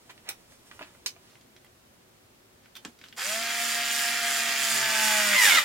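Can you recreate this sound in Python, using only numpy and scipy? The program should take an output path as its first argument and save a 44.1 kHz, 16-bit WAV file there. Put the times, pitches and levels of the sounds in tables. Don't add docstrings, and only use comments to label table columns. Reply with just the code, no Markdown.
import sys
import numpy as np
from scipy import signal
from scipy.fft import rfft, irfft
from scipy.io import wavfile
from scipy.ndimage import uniform_filter1d

SR = 44100
rng = np.random.default_rng(int(sys.argv[2]) if len(sys.argv) > 2 else 0)


def log_audio(samples):
    frames = np.atleast_2d(samples).T
    limited = np.clip(frames, -1, 1)
    pcm = np.round(limited * 32767).astype(np.int16)
    wavfile.write(sys.argv[1], SR, pcm)


def invert_db(x):
    u = np.asarray(x, float) / 20
    return 10 ** u


N = 248724
T = np.arange(N) / SR
SWITCH_ON_S, BITE_S = 3.162, 5.365
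GEAR_RATIO, TEETH = 16 / 27, 9
FREE_HZ, LOADED_HZ = 232.44, 203
KICK_S = 5.3325

# time_s, shaft_hz, gear_noise_db
DRIVE = [(3.25, 234.1, -33.5), (3.4, 233.6, -35.5), (3.76, 233.4, -33), (4.14, 233.8, -32),
         (4.33, 231.4, -32.5), (4.61, 228.3, -31.5), (4.96, 220, -30), (5.19, 212.8, -29),
         (5.34, 203, -28.5), (5.408, 186.7, -28.5), (5.456, 168.8, -23.5), (5.522, 132.8, -25),
         (5.56, 135.8, -24), (5.588, 115.8, -25.5), (5.64, 107.7, -33)]
# centre_hz, width_hz, gain_db
STRAINED = [(1255, 184.8, 10), (1901, 290, -1.5), (2064, 130, 8), (3070, 151, 8.5), (3677, 190, 9.5),
            (4550, 230, -14)]


def level(x, db):
    return x * invert_db(db) / np.sqrt(np.mean(x ** 2))


def columns(table):
    s, *cols = np.transpose(table)
    return [np.interp(T, s, c) for c in cols]


def lift_db(hz, rings):
    return sum(db / (1 + (2 * (hz - ring_hz) / width) ** 2) for ring_hz, width, db in rings)


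def colour(x, points, rings=(), size=2048):
    hz = np.arange(size // 2 + 1) * SR / size + 1
    points_hz, points_db = np.array(points).T
    db = np.interp(np.log(hz), np.log(points_hz), points_db) + lift_db(hz, rings)
    cep = irfft(db * np.log(10) / 20)
    cep = np.r_[cep[0], 2 * cep[1:size // 2], np.zeros(size // 2)]
    return signal.fftconvolve(x, irfft(np.exp(rfft(cep))))[:len(x)]


def band(x, lo_hz, hi_hz, order=2):
    edges_hz = [lo_hz, min(hi_hz, .45 * SR)]
    return signal.sosfilt(signal.butter(order, edges_hz, "band", fs=SR, output="sos"), x)


def walk(rate):
    k = max(int(SR / rate), 2)
    held = np.repeat(rng.standard_normal(N // k + 1), k)[:N]
    return 1.03 * uniform_filter1d(uniform_filter1d(held, k), k)


def tone(turns, db, waver_db=1.5, rate=25):
    return np.sqrt(2) * invert_db(db + waver_db * walk(rate)) * np.sin(2 * np.pi * (turns + rng.random()))


def since(turns, s):
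    return turns - np.interp(s, T, turns)


def bump(s, half_s):
    return np.exp(-((T - s) / half_s) ** 2)


def air():
    # freq_hz, density_db
    spectrum = [(12, -47.5), (20, -24), (63, -7.5), (114, -3), (184, -8.5), (237, -3.5), (314, -10),
                (372, -3.5), (404, -10), (599, -11), (729, -14.5), (14700, -28), (16500, -29)]
    mid = colour(rng.standard_normal(N), spectrum, size=8192)
    side = colour(rng.standard_normal(N), spectrum, size=8192)
    side = 1.16 * band(side, 540, 19000, order=1)
    return (mid + np.array([[1], [-1]]) * side) * invert_db(-60.5) / np.std(mid)


def room(x):
    t60_s = 0.13
    t = np.arange(SR // 3) / SR
    fall = np.exp(-np.log(1000) * t / t60_s) * (t > .001)
    fall = fall / np.sqrt(np.sum(fall ** 2))
    angle, out = 1.57 * walk(3), 0
    for share in (np.cos(angle), np.sin(angle)):
        mid, side = rng.standard_normal((2, len(t))) * fall
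        mid = invert_db(-5.5) * band(mid, 470, 20000, order=1)
        side = invert_db(-4.5) * colour(side, [(500, -9.5), (1500, -1.5), (4000, -0.5), (12000, 2.0)])
        out = out + signal.fftconvolve((share * x)[None], np.array([mid + side, mid - side]))[:, :N]
    return out


def rustle():
    # freq_hz, density_db
    fibre = [(300, 7), (700, 5.5), (1500, -1), (3000, -2), (8000, -4.5), (16000, -13)]
    # middle_s, half_length_s, level_db
    stirs = [
        (0.796, 0.116, -65.5),
        (2.867, 0.067, -62.5),
        (3.094, 0.054, -71),
    ]
    cloth = level(colour(rng.standard_normal(N) * invert_db(2.5 * walk(60)), fibre), 0)
    moving = invert_db(-63.5 - 16 * np.maximum(T - 1, 0))
    for s, half_s, db in stirs:
        moving = moving + invert_db(db) * bump(s, half_s)
    return moving * cloth


def scuffs():
    # middle_s, half_length_s, level_db, centre_hz
    slides = [(0.102, 0.008, -44.5, 1750), (0.291, 0.032, -46.5, 1500), (0.53, 0.043, -62.5, 5000),
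              (0.677, .02, -60, 5000), (0.829, 0.021, -56, 1190), (0.877, 0.037, -58.5, 1500),
              (1.284, 0.079, -63, 3000), (2.648, 0.022, -64, 2008), (2.855, .008, -45, 900),
              (.812, 0.00505, -39.5, 600), (2.766, 0.011, -48.5, 2930), (3.052, 0.061, -60.5, 2980),
              (3.157, 0.0018, -61, 8000)]
    grains_db = 2.4 * np.minimum(rng.exponential(size=N), 4.5)
    grain = level(rng.standard_normal(N) * invert_db(grains_db), 0)
    out = np.zeros(N)
    for s, half_s, db, hz in slides:
        out += level(band(grain, hz / 3.245, hz * 2.01), db) * bump(s, half_s)
    return out


def ticks():
    # start_s, peak_db, centre_hz, treble_db
    clicks = [(0.0964, -47, 1760, -17), (0.1068, -49.5, 1550, 3), (0.177, -47, 2020, -21),
              (0.2887, -25, 2430, -19), (0.293, -38, 2100, -24), (0.5204, -52, 1120, -8),
              (0.7121, -38, 1540, -30), (0.7918, -36, 1250, -14), (0.8103, -38.5, 1470, -21),
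              (0.819, -35.5, 1830, -13.5), (0.827, -34, 1920, -23), (0.9492, -47.5, 1070, -13),
              (1.0607, -17.5, 3640, -9.5), (1.07, -37, 3070, 2), (1.1631, -49, 1500, -14),
              (1.3538, -48, 1345, -18), (1.4107, -51.5, 3450, -11.5), (1.5637, -44, 2470, -27),
              (1.6449, -51.5, 1460, -6), (1.6651, -53, 1500, -19), (2.657, -48, 1630, -14),
              (2.7532, -39.5, 3420, -7), (2.7659, -35, 3150, -4.5), (2.849, -31, 2180, -23),
              (2.9884, -48, 3360, -11.5), (3.013, -43.5, 2500, -15.5), (3.039, -38, 2530, -14.5),
              (3.0605, -49, 1600, -11.5), (3.084, -43.5, 3700, -14), (3.1256, -40, 2600, -14),
              (0.289, -27.5, 4310, 2),
        (2.8491, -33.5, 3960, -29),
        (2.766, -57, 11300, -9.5),
    ]
    # start_s, level_db, pitch_hz, t60_s
    notes = [(0.292, -40, 1480, 0.049), (0.713, -47, 1481, 0.063), (0.812, -34.5, 623, 0.041),
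             (0.815, -43, 289, 0.103), (1.062, -43, 5160, .07), (1.064, -42, 7000, .05),
             (0.3, -43, 5760, 0.083), (1.163, -46, 700, 0.037), (2.753, -41, 3550, 0.056),
             (2.763, -50, 3110, 0.11), (2.78, -57, 873, 0.2), (2.85, -32, 260, 0.049),
             (2.853, -38.5, 193, 0.072), (2.852, -40, 320, 0.087), (2.875, -42.5, 238, 0.13)]
    out, t = np.zeros(N + SR), np.arange(SR // 6) / SR
    for s, db, hz, treble_db in clicks:
        body_db = -11.5 - 5.5 * np.log2(hz / 1000)
        hit = rng.standard_normal(len(t)) * np.exp(-t / 0.00293) * np.minimum(t / 0.00092, 1)
        parts = [(band(hit, hz / 1.9, hz * 1.8), 0),
                 (band(hit, 280, 900), body_db),
                 (band(hit, 4500, 16000), treble_db + .5)]
        click = sum(invert_db(part_db) * part / np.abs(part).max() for part, part_db in parts)
        start = int(s * SR)
        out[start:start + len(t)] += invert_db(db + 4.0) * click
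    for s, db, hz, t60 in notes:
        decay = np.exp(-np.log(1000) * t / t60) * np.minimum(t * hz / 2, 1)
        start = int(s * SR)
        out[start:start + len(t)] += invert_db(db) * np.sin(2 * np.pi * hz * t) * decay
    return out[:N]


def handling():
    return ticks() + scuffs() + rustle()


def shaft():
    steady_hz = columns(DRIVE)[0]
    spin_up = np.clip(1 - np.exp(-(T - 3.135) / .072), .05, 1)
    hz = uniform_filter1d(steady_hz * spin_up, int(.02 * SR))
    turns = np.cumsum(hz * (T > SWITCH_ON_S)) / SR
    load = np.clip((FREE_HZ - steady_hz) / (FREE_HZ - LOADED_HZ), 0, 1)
    return hz, turns, load


def motor(hz, turns, load):
    # shaft_multiple, level_db
    commutator = [(1, -55.5), (3, -43), (4, -60.5), (6, -47.5), (7, -44)]
    # shaft_multiple, level_db
    orders = [(2, -61), (5, -52.5), (8, -45.5), (9, -46), (16, -51.5), (27, -60)]
    # gear_multiple, level_db
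    gear_lines = [(1, -69.5), (2, -63), (3, -66), (4, -67.5), (5, -76.5)]
    # centre_hz, width_hz, gain_db
    cabinet = [(204, 25.4, 9.5), (872.5, 61, 22), (1400, 12, 2), (1524, 43, 8)]
    # centre_hz, width_hz, gain_db
    shudder = [(132.6, 10.25, 19.5)]
    out = np.zeros(N)
    for k, db in commutator:
        cabinet_db = lift_db(k * hz, cabinet) * np.minimum(0.71 + load, 1)
        out += tone(k * turns, db + 3.1 * load + cabinet_db, waver_db=3.0, rate=22)
    for k, db in orders:
        out += tone(k * turns, db, waver_db=1.5, rate=12)
    pinion_db = -36 - 6 * ((T - 3.245) / .04) ** 2
    out += tone(TEETH * turns + .05 * walk(300), pinion_db, waver_db=4.0, rate=60)
    load_db = lift_db(GEAR_RATIO * hz, shudder) * np.minimum(4 * load, 1) - 9.5
    for k, db in gear_lines:
        out += tone(k * GEAR_RATIO * turns, db + k % 2 * load_db, waver_db=4.0, rate=35)
    rising_db = 78 * np.log10(hz / columns(DRIVE)[0])
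    running_db = rising_db - 260 * np.clip(T - BITE_S + 0.0178, 0, .1)
    return out * invert_db(running_db) * (T > SWITCH_ON_S)


def rattle(turns, load, stall):
    gear = GEAR_RATIO * turns
    turn, phase = gear.astype(int), gear % 1
    knock = np.zeros(N)
    for k in range(8, 25):
        knock += invert_db(2.5 * walk(8)) * np.cos(2 * np.pi * (k * gear + .25 * rng.standard_normal()))
    knock = level(knock * invert_db(2.4 * rng.standard_normal(N))[turn], -13.0)
    strength = invert_db(2.0 * rng.standard_normal(N))[turn]
    swell = 1.07 * np.exp(-phase / 0.28) + .5 * np.exp(-((gear + .5) % 1) / 0.065)
    grains_db = 2.2 * np.minimum(rng.exponential(size=N), 4)
    grit = level((1 + strength * swell) * rng.standard_normal(N) * invert_db(grains_db), 0)
    hard = invert_db(np.minimum(5.0 * rng.exponential(size=N), 9))[turn] * np.exp(-((phase - .15) / .09) ** 2)
    jangle = level(band(hard * rng.standard_normal(N), 5000, 10500), -15) * (T < 5.3)
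    jumps = np.diff(since(gear, KICK_S) // 2, prepend=0) * (T > SWITCH_ON_S)
    kick = level(band(jumps, 1230, 2550), 0) * invert_db(4.2 * walk(60)) * (T < BITE_S)
    return jangle + invert_db(-1.5 - 9 * stall) * knock + grit + invert_db(-14.5) * load ** 1.2 * kick


def gearbox(hz, turns, load):
    # freq_hz, density_db
    housing = [(60, -45), (120, -24.5), (250, -16), (450, -17), (800, -8.5), (1200, -11.5), (1900, -2.5),
               (2800, -7.5), (4200, -12.5), (7000, -14.5), (11000, -19.5), (16000, -22.5)]
    # centre_hz, width_hz, gain_db
    rings = [(1267, 113, 8), (1650, 580, 4), (2430, 170, 2), (3340, 660, 3.5), (4801, 820, 5),
             (7100, 450, 6), (8290, 280, 4.5), (10740, 133, 10), (12000, 610, 6)]
    steady_hz, drive_db = columns(DRIVE)
    stall = np.clip(1 - steady_hz / LOADED_HZ, 0, 1)
    source = rattle(turns, load, stall)
    strain = np.clip((T - 5.2) / 0.83, 0, 1)
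    body = (1 - strain) * level(colour(source, housing, rings), 0)
    body = body + strain * level(colour(source, housing, STRAINED), 0)
    low = signal.sosfiltfilt(signal.butter(2, 2800, fs=SR, output="sos"), body)
    below = signal.sosfiltfilt(signal.butter(2, 6200, fs=SR, output="sos"), body)
    mid, high = below - low, body - below
    low_db = 1.1 + 2.4 * load + 2.1 * stall + 1.16 * walk(14)
    chuck_db = 2.5 * np.cos(2 * np.pi * since(turns, 4.0) / 81)
    high_db = -2.5 + 3.8 * load - 40 * stall ** 2 + chuck_db
    out = invert_db(low_db - 4.0) * level(low, 0) + level(mid, 0)
    out = out + invert_db(high_db + 0.94 * walk(22)) * level(band(high, 3000, 12080, order=1), 0)
    fan = level(band(rng.standard_normal(N), 11000, 19000), -12) * hz / steady_hz
    mid_db = drive_db + 20 * np.log10(hz / steady_hz)
    engaged = np.clip((T - SWITCH_ON_S) / 0.014, 0, 1)
    return (out + fan) * invert_db(mid_db - 2.0) * engaged


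def whine(hz, turns):
    # mesh_multiple, level_db
    mesh = [(1, -42), (2, -33.5), (3, -36)]
    # centre_hz, width_hz, gain_db
    sings = [(885, 104, 1.5), (1248, 97, 12), (1480, 170, -4.5), (1874, 634, 10.5), (2250, 215, 8.5)]
    gear = GEAR_RATIO * turns
    slip = 0.014 * walk(350)
    out = np.zeros(N)
    for k, db in mesh:
        ring_db = lift_db(k * TEETH * GEAR_RATIO * hz, sings)
        out += tone(k * (TEETH * gear + slip), db + ring_db, waver_db=1.95, rate=81)
    upper, upper_db = np.zeros(N), -39 - 150 * np.maximum(BITE_S + 0.046 - T, 0)
    for k in np.arange(4) + len(mesh) + 1:
        upper += tone(k * (TEETH * gear + 3.4 * slip), upper_db, waver_db=6.0, rate=120)
    out += colour(upper, [(2000, 5.0), (8000, -3.5)], STRAINED)
    bite_db = -312 * np.maximum(BITE_S - T, 0) - 800 * np.maximum(T - 5.583, 0)
    throb = 1 + 0.38 * np.sin(2 * np.pi * gear) + 0.344 * np.cos(np.pi * since(gear, KICK_S) - .6)
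    return out * invert_db(bite_db) * throb


def scene():
    # freq_hz, gain_db
    balance = [(100, -2.5), (700, 1.5), (1300, -2), (4400, -1), (8000, -3), (15000, -2.5)]
    hz, turns, load = shaft()
    hands = handling()
    tool = gearbox(hz, turns, load) + whine(hz, turns)
    aside = hands * (T < 1.3)
    left = hands - aside + invert_db(-1.5) * np.roll(aside, 5)
    wet = np.array([left, hands]) + tool + motor(hz, turns, load) + room(hands + tool)
    half = np.array(balance) * [1, .5]
    return np.array([colour(wet[0], half), colour(wet[1], half * [1, -1])]) + air()


def top_cut(x):
    return signal.sosfilt(signal.butter(12, 16660, fs=SR, output="sos"), x)


def record(dry):
    cut = signal.sosfilt(signal.ellip(10, .2, 70, 15950, fs=SR, output="sos"), dry)
    return top_cut(cut)


dry = scene()
out = record(dry)
log_audio(out)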